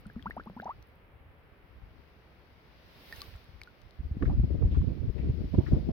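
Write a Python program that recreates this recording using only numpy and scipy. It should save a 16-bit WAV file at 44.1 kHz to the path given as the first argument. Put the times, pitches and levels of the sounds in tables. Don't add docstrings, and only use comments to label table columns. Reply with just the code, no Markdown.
import sys
import numpy as np
from scipy import signal
from scipy.fft import rfft, irfft
from scipy.io import wavfile
from scipy.ndimage import uniform_filter1d

SR = 44100
rng = np.random.default_rng(int(sys.argv[2]) if len(sys.argv) > 2 else 0)


def inscribe(sig):
    pcm = np.round(np.clip(np.atleast_2d(sig).T, -1, 1) * 32767)
    wavfile.write(sys.argv[1], SR, pcm.astype(np.int16))


N = 261072

# frequency in Hz, relative level in dB per Hz.
MURMUR_SPECTRUM = [(100, 8.5), (170, 8.5), (280, 4.5), (470, 6), (680, 2), (1400, -1), (2200, -2.5),
                   (3000, -9), (4200, -22.5), (7000, -42)]
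HISS_SPECTRUM = [(1300, -5.5), (2200, 2.5), (3500, 1.5), (5000, -0.5), (6000, -10.5), (7300, -27.5),
                 (8500, -32)]
FINE_HISS_SPECTRUM = [(6500, -25), (7700, -21.5), (9000, -15.5), (10500, -11.5), (15000, -6), (17000, -9.5)]
RUMBLE_SPECTRUM = [(20, -19.5), (40, -7), (70, 3.5), (100, -5.5), (140, -9), (200, -17), (300, -24.5),
                   (600, -56)]
LIGHT_RUMBLE_SPECTRUM = [(20, -22), (40, -3), (70, 2), (105, -4), (150, -13), (300, -27.5)]
FLUTTER_SPECTRUM = [(100, -5.5), (200, 2), (310, 0), (450, -8), (600, -16), (850, -30), (1500, -43.5),
                    (4000, -58)]
# time in seconds, level in dB, left-right in dB.
HISS_LEVEL_CURVE = [(0, -72.5, 3), (.75, -73, 6), (1.15, -86.5, 10), (2, -73.5, 18), (4.15, -71.5, 17),
                    (4.27, -67.5, 9.5), (5.1, -68, 14.5), (5.7, -61.5, 9), (5.92, -66, 15)]
# peak time in seconds, length in seconds, rumble level in dB,
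# flutter level in dB, left-right in dB.
GUST_ROWS = [(.2, 0.49, -52, -65, 5), (0.79, 0.071, -51, -62, 1), (1.223, 0.21, -56.5, -86, 0),
             (1.822, 0.18, -50, -65, 4), (1.988, 0.054, -57, -62, 4), (3.17, 0.1, -52, -84, -7),
             (3.305, 0.11, -52, -79, -3), (3.554, 0.13, -52, -82, 13), (3.867, 0.068, -53, -84, -13),
             (4.001, 0.021, -27.5, -51, -14), (4.063, 0.05, -35, -61, 1), (4.23, 0.031, -25, -30.5, -1),
             (4.324, 0.14, -23, -38, 7), (4.424, 0.055, -18, -32.5, -7), (4.532, 0.04, -24, -32.5, 3.5),
             (4.637, 0.052, -24, -36, -5.5), (4.722, 0.16, -31, -39, -8), (4.794, 0.089, -24.5, -44, 0),
             (4.892, 0.041, -26, -40, -22), (5.038, 0.11, -29.5, -38.5, -4.5), (5.096, 0.029, -20, -47, 12),
             (5.208, 0.03, -34, -41, 5.5), (5.276, 0.11, -29.5, -36.5, 8), (5.425, 0.032, -37.5, -31, 8),
             (5.557, 0.039, -32, -31.5, -11), (5.596, 0.042, -22.5, -27, -11),
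             (5.745, 0.064, -23.5, -27.5, 2), (5.897, 0.016, -44, -21, 6.5)]
# middle in seconds, length in seconds, port (0 left, 1 right).
LULL_ROWS = [(3.772, 0.12, 0), (4.99, 0.097, 0), (5.136, 0.12, 1), (5.505, 0.038, 0), (5.63, 0.047, 1)]
# start in seconds, level in dB, start pitch in Hz,
# lifetime in seconds, swell time constant in seconds.
GLUG_ROWS = [(0.0538, -50, 1350, 0.0058, .0005), (.099, -47.5, 1580, 0.0042, 0.00022),
             (.157, -50, 1210, 0.003, 0.00044), (.194, -46.5, 1680, 0.0028, .0003),
             (.2578, -33, 830, 0.016, 0.00013), (0.308, -33.5, 1680, 0.0045, 0.00014),
             (.313, -46, 1960, 0.0062, .001), (0.3664, -35, 570, 0.016, 0.00021),
             (.3983, -39, 1270, 0.0047, 0.00014), (0.4052, -46, 1490, 0.0064, .0005),
             (.462, -42, 665, 0.017, 0.0065), (.5658, -44.5, 700, 0.016, 0.00042),
             (.587, -52, 1310, 0.0082, 0.00077), (0.5992, -31, 1535, 0.0028, 0.00046),
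             (0.619, -36, 505, 0.02, 0.0099), (0.6565, -34.5, 703, 0.02, 0.00049),
             (.674, -43, 1200, 0.0065, .003), (.681, -40.5, 605, 0.0083, 0.0004),
             (0.6923, -33, 774, 0.023, 0.0001)]
# time in seconds, climb in Hz per second.
GLUG_CLIMB_CURVE = [(.37, 36000), (.47, 24900), (.66, 17250)]
# start in seconds, level in dB, start pitch in Hz,
# snap level in dB before the snap boost.
THUMP_ROWS = [(0.062, -36.5, 185.4, -61), (.099, -45, 118, -46), (0.1637, -30, 208, -70),
              (0.258, -38.5, 213, -38), (0.2684, -32.5, 200.5, -63), (.299, -63, 250, -37),
              (0.368, -45, 257, -49), (.377, -38, 227, -65), (.397, -45, 182, -35.5),
              (0.4612, -53, 207, -40), (0.469, -36.5, 201.5, -67), (.499, -38, 168, -36),
              (.5651, -36.5, 222.5, -70), (0.599, -38, 198, -33.5), (.656, -41.5, 190, -36.5)]
# start in seconds, tick level in dB, ring level in dB,
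# ring pitch in Hz, ring t60 in seconds, left-right in dB.
DROP_ROWS = [(0.068, -51, -51.5, 9060, 0.0092, 14), (0.2255, -53, -41, 3300, 0.0089, 9),
             (.3023, -53, -50, 11800, .003, 13), (0.4366, -59, -60, 3980, 0.013, 9),
             (.619, -56, -51, 3950, 0.012, 3), (.645, -52, -52, 5800, 0.0091, 2),
             (.826, -50.5, -53.5, 5750, 0.0075, 0), (3.1256, -33.5, -34, 1830, 0.045, -4),
             (3.1615, -57, -48, 6150, .011, -6), (3.206, -52, -42, 4130, 0.027, -5),
             (3.2179, -23.5, -44, 1150, 0.067, 6.5), (3.443, -65, -54, 11000, .006, 10),
             (3.6159, -37.5, -34, 2260, 0.012, 2), (3.635, -37, -52, 3900, 0.025, 3.5),
             (3.674, -57, -45.5, 1450, 0.051, -5), (3.817, -50.5, -59, 5830, .009, 7),
             (3.9087, -50, -52, 3970, 0.0047, 10)]
# start in seconds, level in dB before the buffet trim,
# pitch in Hz.
BUFFET_ROWS = [(3.35, -30.5, 62), (4.112, -17, 70.5), (4.168, -19, 220), (4.222, -26, 77),
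               (4.391, -9.5, 59), (4.408, -14, 64), (4.65, -8.5, 61), (4.711, -16, 60), (4.781, -9, 60),
               (5.294, -11, 130), (5.581, -8, 90), (5.7302, -5.5, 122)]
# start in seconds, level in dB, centre in Hz,
# decay time constant in seconds, left-right in dB.
RUSTLE_ROWS = [(4.2235, -33, 1340, 0.0051, 7), (4.2516, -44.5, 1525, 0.013, -1),
               (4.293, -40.5, 720, 0.023, -1), (4.62, -42, 645, 0.014, 4.5), (4.71, -60.5, 2900, 0.11, 3),
               (4.745, -44.5, 1100, 0.012, -1.5), (4.815, -42, 1290, 0.0034, 3),
               (5.179, -57.5, 2070, 0.096, -1), (5.402, -47, 450, 0.0066, -6),
               (5.544, -28, 610, 0.0057, 5.5), (5.579, -47, 680, 0.051, -8), (5.661, -46.5, 1540, 0.022, 2),
               (5.669, -64.5, 3900, 0.053, -27), (5.735, -40.5, 500, 0.047, 3.5),
               (5.894, -43.5, 465, 0.039, 5)]

MURMUR_DB, FINE_HISS_DB = -61.5, -83.5
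FINE_HISS_SHARE_DB = -16.5
OPEN_GROUND_S, WIND_RISE_S = 3.955, 0.57
POND_WIND_DB, OPEN_WIND_DB, OPEN_FLUTTER_DB = -60, -33, -43.5
LULL_RUMBLE_DB = -22
FIZZ_END_S = 1.0
THUMP_T60_S, THUMP_RISE_PER_S = 0.1, 7.5
SWELL_S, SWELL_RISE_DB_PER_S, SWELL_FALL_DB_PER_S = 3.179, 35.5, 44
SWELL_MURMUR_DB, SWELL_HISS_DB, SWELL_FINE_DB = -56, -55.5, -59
SWELL_FINE_STEEPNESS = 1.8
BOTTLE_LEAD_S, DROP_LEAD_S = 0.00015, 0.00005
CUTOFF_HZ = 16200


def from_db(db):
    return 10 ** (np.asarray(db) / 20)


def rms_one(x):
    return x / np.sqrt(np.mean(x ** 2) + 1e-20)


def in_time(rows):
    s, *columns = np.transpose(rows)
    return [np.interp(np.arange(N) / SR, s, c) for c in columns]


def pan(db):
    gains = from_db(np.array([[.5], [-.5]]) * db)
    return gains / np.sqrt(np.mean(gains ** 2, axis=0))


def add(out, s, sound):
    i = max(0, round(s * SR))
    out[..., i:i + sound.shape[-1]] += sound[..., :N - i]


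def band(x, low_hz, high_hz):
    sos = signal.butter(2, [low_hz, high_hz], "band", fs=SR, output="sos")
    return signal.sosfilt(sos, x + 1e-18)


def drift(rate_hz):
    step, settle = 40, 2000
    pole = np.exp(-2 * np.pi * rate_hz * step / SR)
    draws = rng.standard_normal((2, N // step + settle + 2))
    slow = signal.lfilter([1], [1, -2 * pole, pole * pole], draws)[:, settle:]
    return np.array([np.interp(np.arange(N) / step, np.arange(len(v)), rms_one(v)) for v in slow])


def noise(spectrum, alike_below_hz):
    hz = np.maximum(np.arange(N // 2 + 1) * SR / N, 1)
    points_hz, points_db = np.transpose(spectrum)
    gain = from_db(np.interp(np.log(hz), np.log(points_hz), points_db, left=-90, right=-90))
    alike = 1 / (1 + (hz / alike_below_hz) ** 2)
    mid, side = rfft(rng.standard_normal((2, N)))
    ports = np.sqrt(1 + alike) * mid + np.sqrt(1 - alike) * side * [[1], [-1]]
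    return rms_one(irfft(gain * ports, N))


def steady(x, window_s):
    power = uniform_filter1d(np.mean(x ** 2, axis=0), max(2, int(window_s * SR)))
    return x / np.sqrt(power + 1e-9)


def ring(hz, t60_s):
    t = np.arange(int(t60_s * SR) + 2) / SR
    return np.sin(2 * np.pi * hz * t) * from_db(-60 * t / t60_s)


def hump(s, length_s):
    away = np.minimum(np.abs(np.arange(N) / SR - s) / (.5 * length_s), 4)
    return .5 ** (away ** 3)


def left_first(x, lead_s):
    return np.array([x[0], np.roll(x[1], round(lead_s * SR))])


def air():
    hiss_db, side_db = in_time(HISS_LEVEL_CURVE)
    murmur = from_db(MURMUR_DB) * noise(MURMUR_SPECTRUM, alike_below_hz=510)
    hiss = from_db(hiss_db) * noise(HISS_SPECTRUM, alike_below_hz=740) * pan(side_db)
    fine_gain = np.hypot(from_db(FINE_HISS_DB), from_db(hiss_db + FINE_HISS_SHARE_DB))
    fine = fine_gain * noise(FINE_HISS_SPECTRUM, alike_below_hz=500) * pan(db=3.0)
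    return murmur + hiss + fine


def wind_strength():
    opened = np.clip((np.arange(N) / SR - OPEN_GROUND_S) / WIND_RISE_S, 0, 1)
    rumble_power = from_db(POND_WIND_DB) ** 2 + (opened * from_db(OPEN_WIND_DB)) ** 2
    flutter_power = (opened * from_db(OPEN_FLUTTER_DB)) ** 2
    for s, length_s, rumble_db, flutter_db, side_db in GUST_ROWS:
        gust_power = (hump(s, length_s) * pan(side_db)) ** 2
        rumble_power = rumble_power + from_db(rumble_db) ** 2 * gust_power
        flutter_power = flutter_power + from_db(flutter_db) ** 2 * gust_power
    shelter = np.ones((2, N))
    for s, length_s, port in LULL_ROWS:
        shelter[int(port)] *= from_db(LULL_RUMBLE_DB * hump(s, length_s))
    return np.sqrt(rumble_power) * shelter, np.sqrt(flutter_power * shelter)


def gusts(lumpy_db=5.5, flutter_lumpy_db=7.0):
    rumble_gain, flutter_gain = wind_strength()
    eddies_db = lumpy_db * drift(13.7)
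    flutter_db = eddies_db + flutter_lumpy_db * drift(22)
    rumble = steady(noise(RUMBLE_SPECTRUM, alike_below_hz=29) * from_db(eddies_db), window_s=.05)
    flutter = steady(noise(FLUTTER_SPECTRUM, alike_below_hz=140) * from_db(flutter_db), window_s=.06)
    light = steady(noise(LIGHT_RUMBLE_SPECTRUM, alike_below_hz=110) * from_db(eddies_db), window_s=.08)
    low = np.where(np.arange(N) / SR < OPEN_GROUND_S, light, rumble)
    return rumble_gain * low + flutter_gain * flutter


def fizz(count=30, top_level_db=-43, range_db=16, low_hz=10500, high_hz=15000):
    out = np.zeros(N)
    for when, size, pitch in rng.random((count, 3)):
        gain = from_db(top_level_db + range_db * (size - 1))
        hz = low_hz + pitch * (high_hz - low_hz)
        add(out, when ** 2 * FIZZ_END_S, gain * ring(hz, t60_s=.0015))
    return band(out, low_hz, high_hz) * pan(db=5.5)


def glugs(fade_power=6.1, overtone_db=-26, waver=0.04, shimmer_db=1.0):
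    out, t = np.zeros(N), np.arange(SR // 12) / SR
    wobble, shimmer = drift(95)
    for s, db, start_hz, life_s, swell_s in GLUG_ROWS:
        age = t / life_s
        now = slice(int(s * SR), int(s * SR) + len(t))
        rise_hz = life_s * np.interp(s, *np.transpose(GLUG_CLIMB_CURVE))
        climbing_hz = start_hz + rise_hz * np.tanh(age / 2) / np.tanh(.5)
        phase = 2 * np.pi * np.cumsum(climbing_hz * (1 + waver * wobble[now])) / SR
        envelope = (1 - np.exp(-t / swell_s)) / (1 + age ** fade_power)
        envelope = envelope * from_db(shimmer_db * shimmer[now])
        tone = np.sin(phase) + from_db(overtone_db) * np.sin(2 * phase)
        add(out, s, from_db(db) * envelope * tone)
    return out


def spatter(count=4, below_db=-23, within_s=.018, low_hz=1300, high_hz=3800, cycles=36):
    out = np.zeros(N)
    for s, db, *_ in GLUG_ROWS:
        for when, pitch in rng.random((count, 2)):
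            hz = low_hz * (high_hz / low_hz) ** pitch
            add(out, s + when * within_s, from_db(db + below_db) * ring(hz, cycles / hz))
    return out


def thumps(snap_s=0.00078, snap_boost_db=7.0):
    out, snaps, t = np.zeros(N), np.zeros(N), np.arange(SR // 6) / SR
    dying = from_db(-60 * t / THUMP_T60_S)
    for s, db, hz, snap_db in THUMP_ROWS:
        phase = 2 * np.pi * hz * (t + THUMP_RISE_PER_S * t ** 2 / 2)
        add(out, s, from_db(db) * dying * np.sin(phase))
        add(snaps, s, from_db(snap_db + snap_boost_db) * np.exp(-t / snap_s))
    return out + band(snaps, 233, 1000)


def drops(crack_hz=4400, spray_db=-12, top_db=2):
    out, t = np.zeros((2, N)), np.arange(SR // 50) / SR
    crack = band(ring(crack_hz, t60_s=.003), 2800, 6200)
    for s, db, ring_db, hz, t60_s, side_db in DROP_ROWS:
        spray = from_db(spray_db) * rng.standard_normal(len(t)) * np.exp(-t / .0012)
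        click = t == 0
        splash = band(spray, 1700, 4000) + from_db(top_db) * band(spray + click, 8900, 13000)
        add(out, s, from_db(db) * pan(side_db) * splash)
        add(out, s, from_db(db) * pan(side_db) * crack)
        add(out, s, from_db(ring_db) * pan(side_db) * ring(hz, t60_s))
    return out


def swell():
    t = np.arange(N) / SR - SWELL_S
    db = np.minimum(SWELL_RISE_DB_PER_S * t, -SWELL_FALL_DB_PER_S * t)
    murmur = from_db(SWELL_MURMUR_DB) * noise(MURMUR_SPECTRUM, alike_below_hz=530)
    hiss = from_db(SWELL_HISS_DB) * noise(HISS_SPECTRUM, alike_below_hz=270)
    fine_gain = from_db(SWELL_FINE_DB + SWELL_FINE_STEEPNESS * db)
    fine = fine_gain * noise(FINE_HISS_SPECTRUM, alike_below_hz=500) * pan(db=4)
    return from_db(db) * (murmur + hiss) + fine


def trickle(count=36, level_db=-54, spread_db=3, middle_s=3.17, spread_s=.11,
            centre_hz=2800, spread_octaves=0.81, cycles=22):
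    out = np.zeros((2, N))
    for when, size, pitch, side in np.clip(rng.standard_normal((count, 4)), -2, 2):
        hz = centre_hz * 2 ** (spread_octaves * pitch)
        gains = from_db(level_db + spread_db * size) * pan(db=3 * side)
        add(out, middle_s + spread_s * when, gains * ring(hz, cycles / hz))
    return out


def buffets(cycles=3.8, trim_db=-1):
    out = np.zeros(N)
    for s, db, hz in BUFFET_ROWS:
        add(out, s, from_db(db + trim_db) * ring(hz, cycles / hz))
    return band(out, 32, 300)


def rustles(width=1.31, attack_s=0.0019):
    out, t = np.zeros((2, N)), np.arange(SR // 4) / SR
    for s, db, hz, decay_s, side_db in RUSTLE_ROWS:
        grain = rms_one(band(rng.standard_normal((2, len(t))), hz / width, hz * width))
        envelope = (1 - np.exp(-t / attack_s)) * np.exp(-t / decay_s)
        add(out, s, from_db(db) * pan(side_db) * grain * envelope)
    return out


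def scene():
    wind = gusts() + buffets() + rustles()
    bottle = left_first((glugs() + spatter() + thumps()) * pan(db=1.5), BOTTLE_LEAD_S)
    surface = left_first(fizz() + drops() + trickle(), DROP_LEAD_S)
    return air() + bottle + surface + swell() + wind


def record(dry):
    closing = np.clip((N - 1 - np.arange(N)) / (.005 * SR), 0, 1)
    low_pass = signal.ellip(10, .1, 80, CUTOFF_HZ, fs=SR, output="sos")
    return signal.sosfilt(low_pass, dry * closing)


dry = scene()
out = record(dry)
inscribe(out)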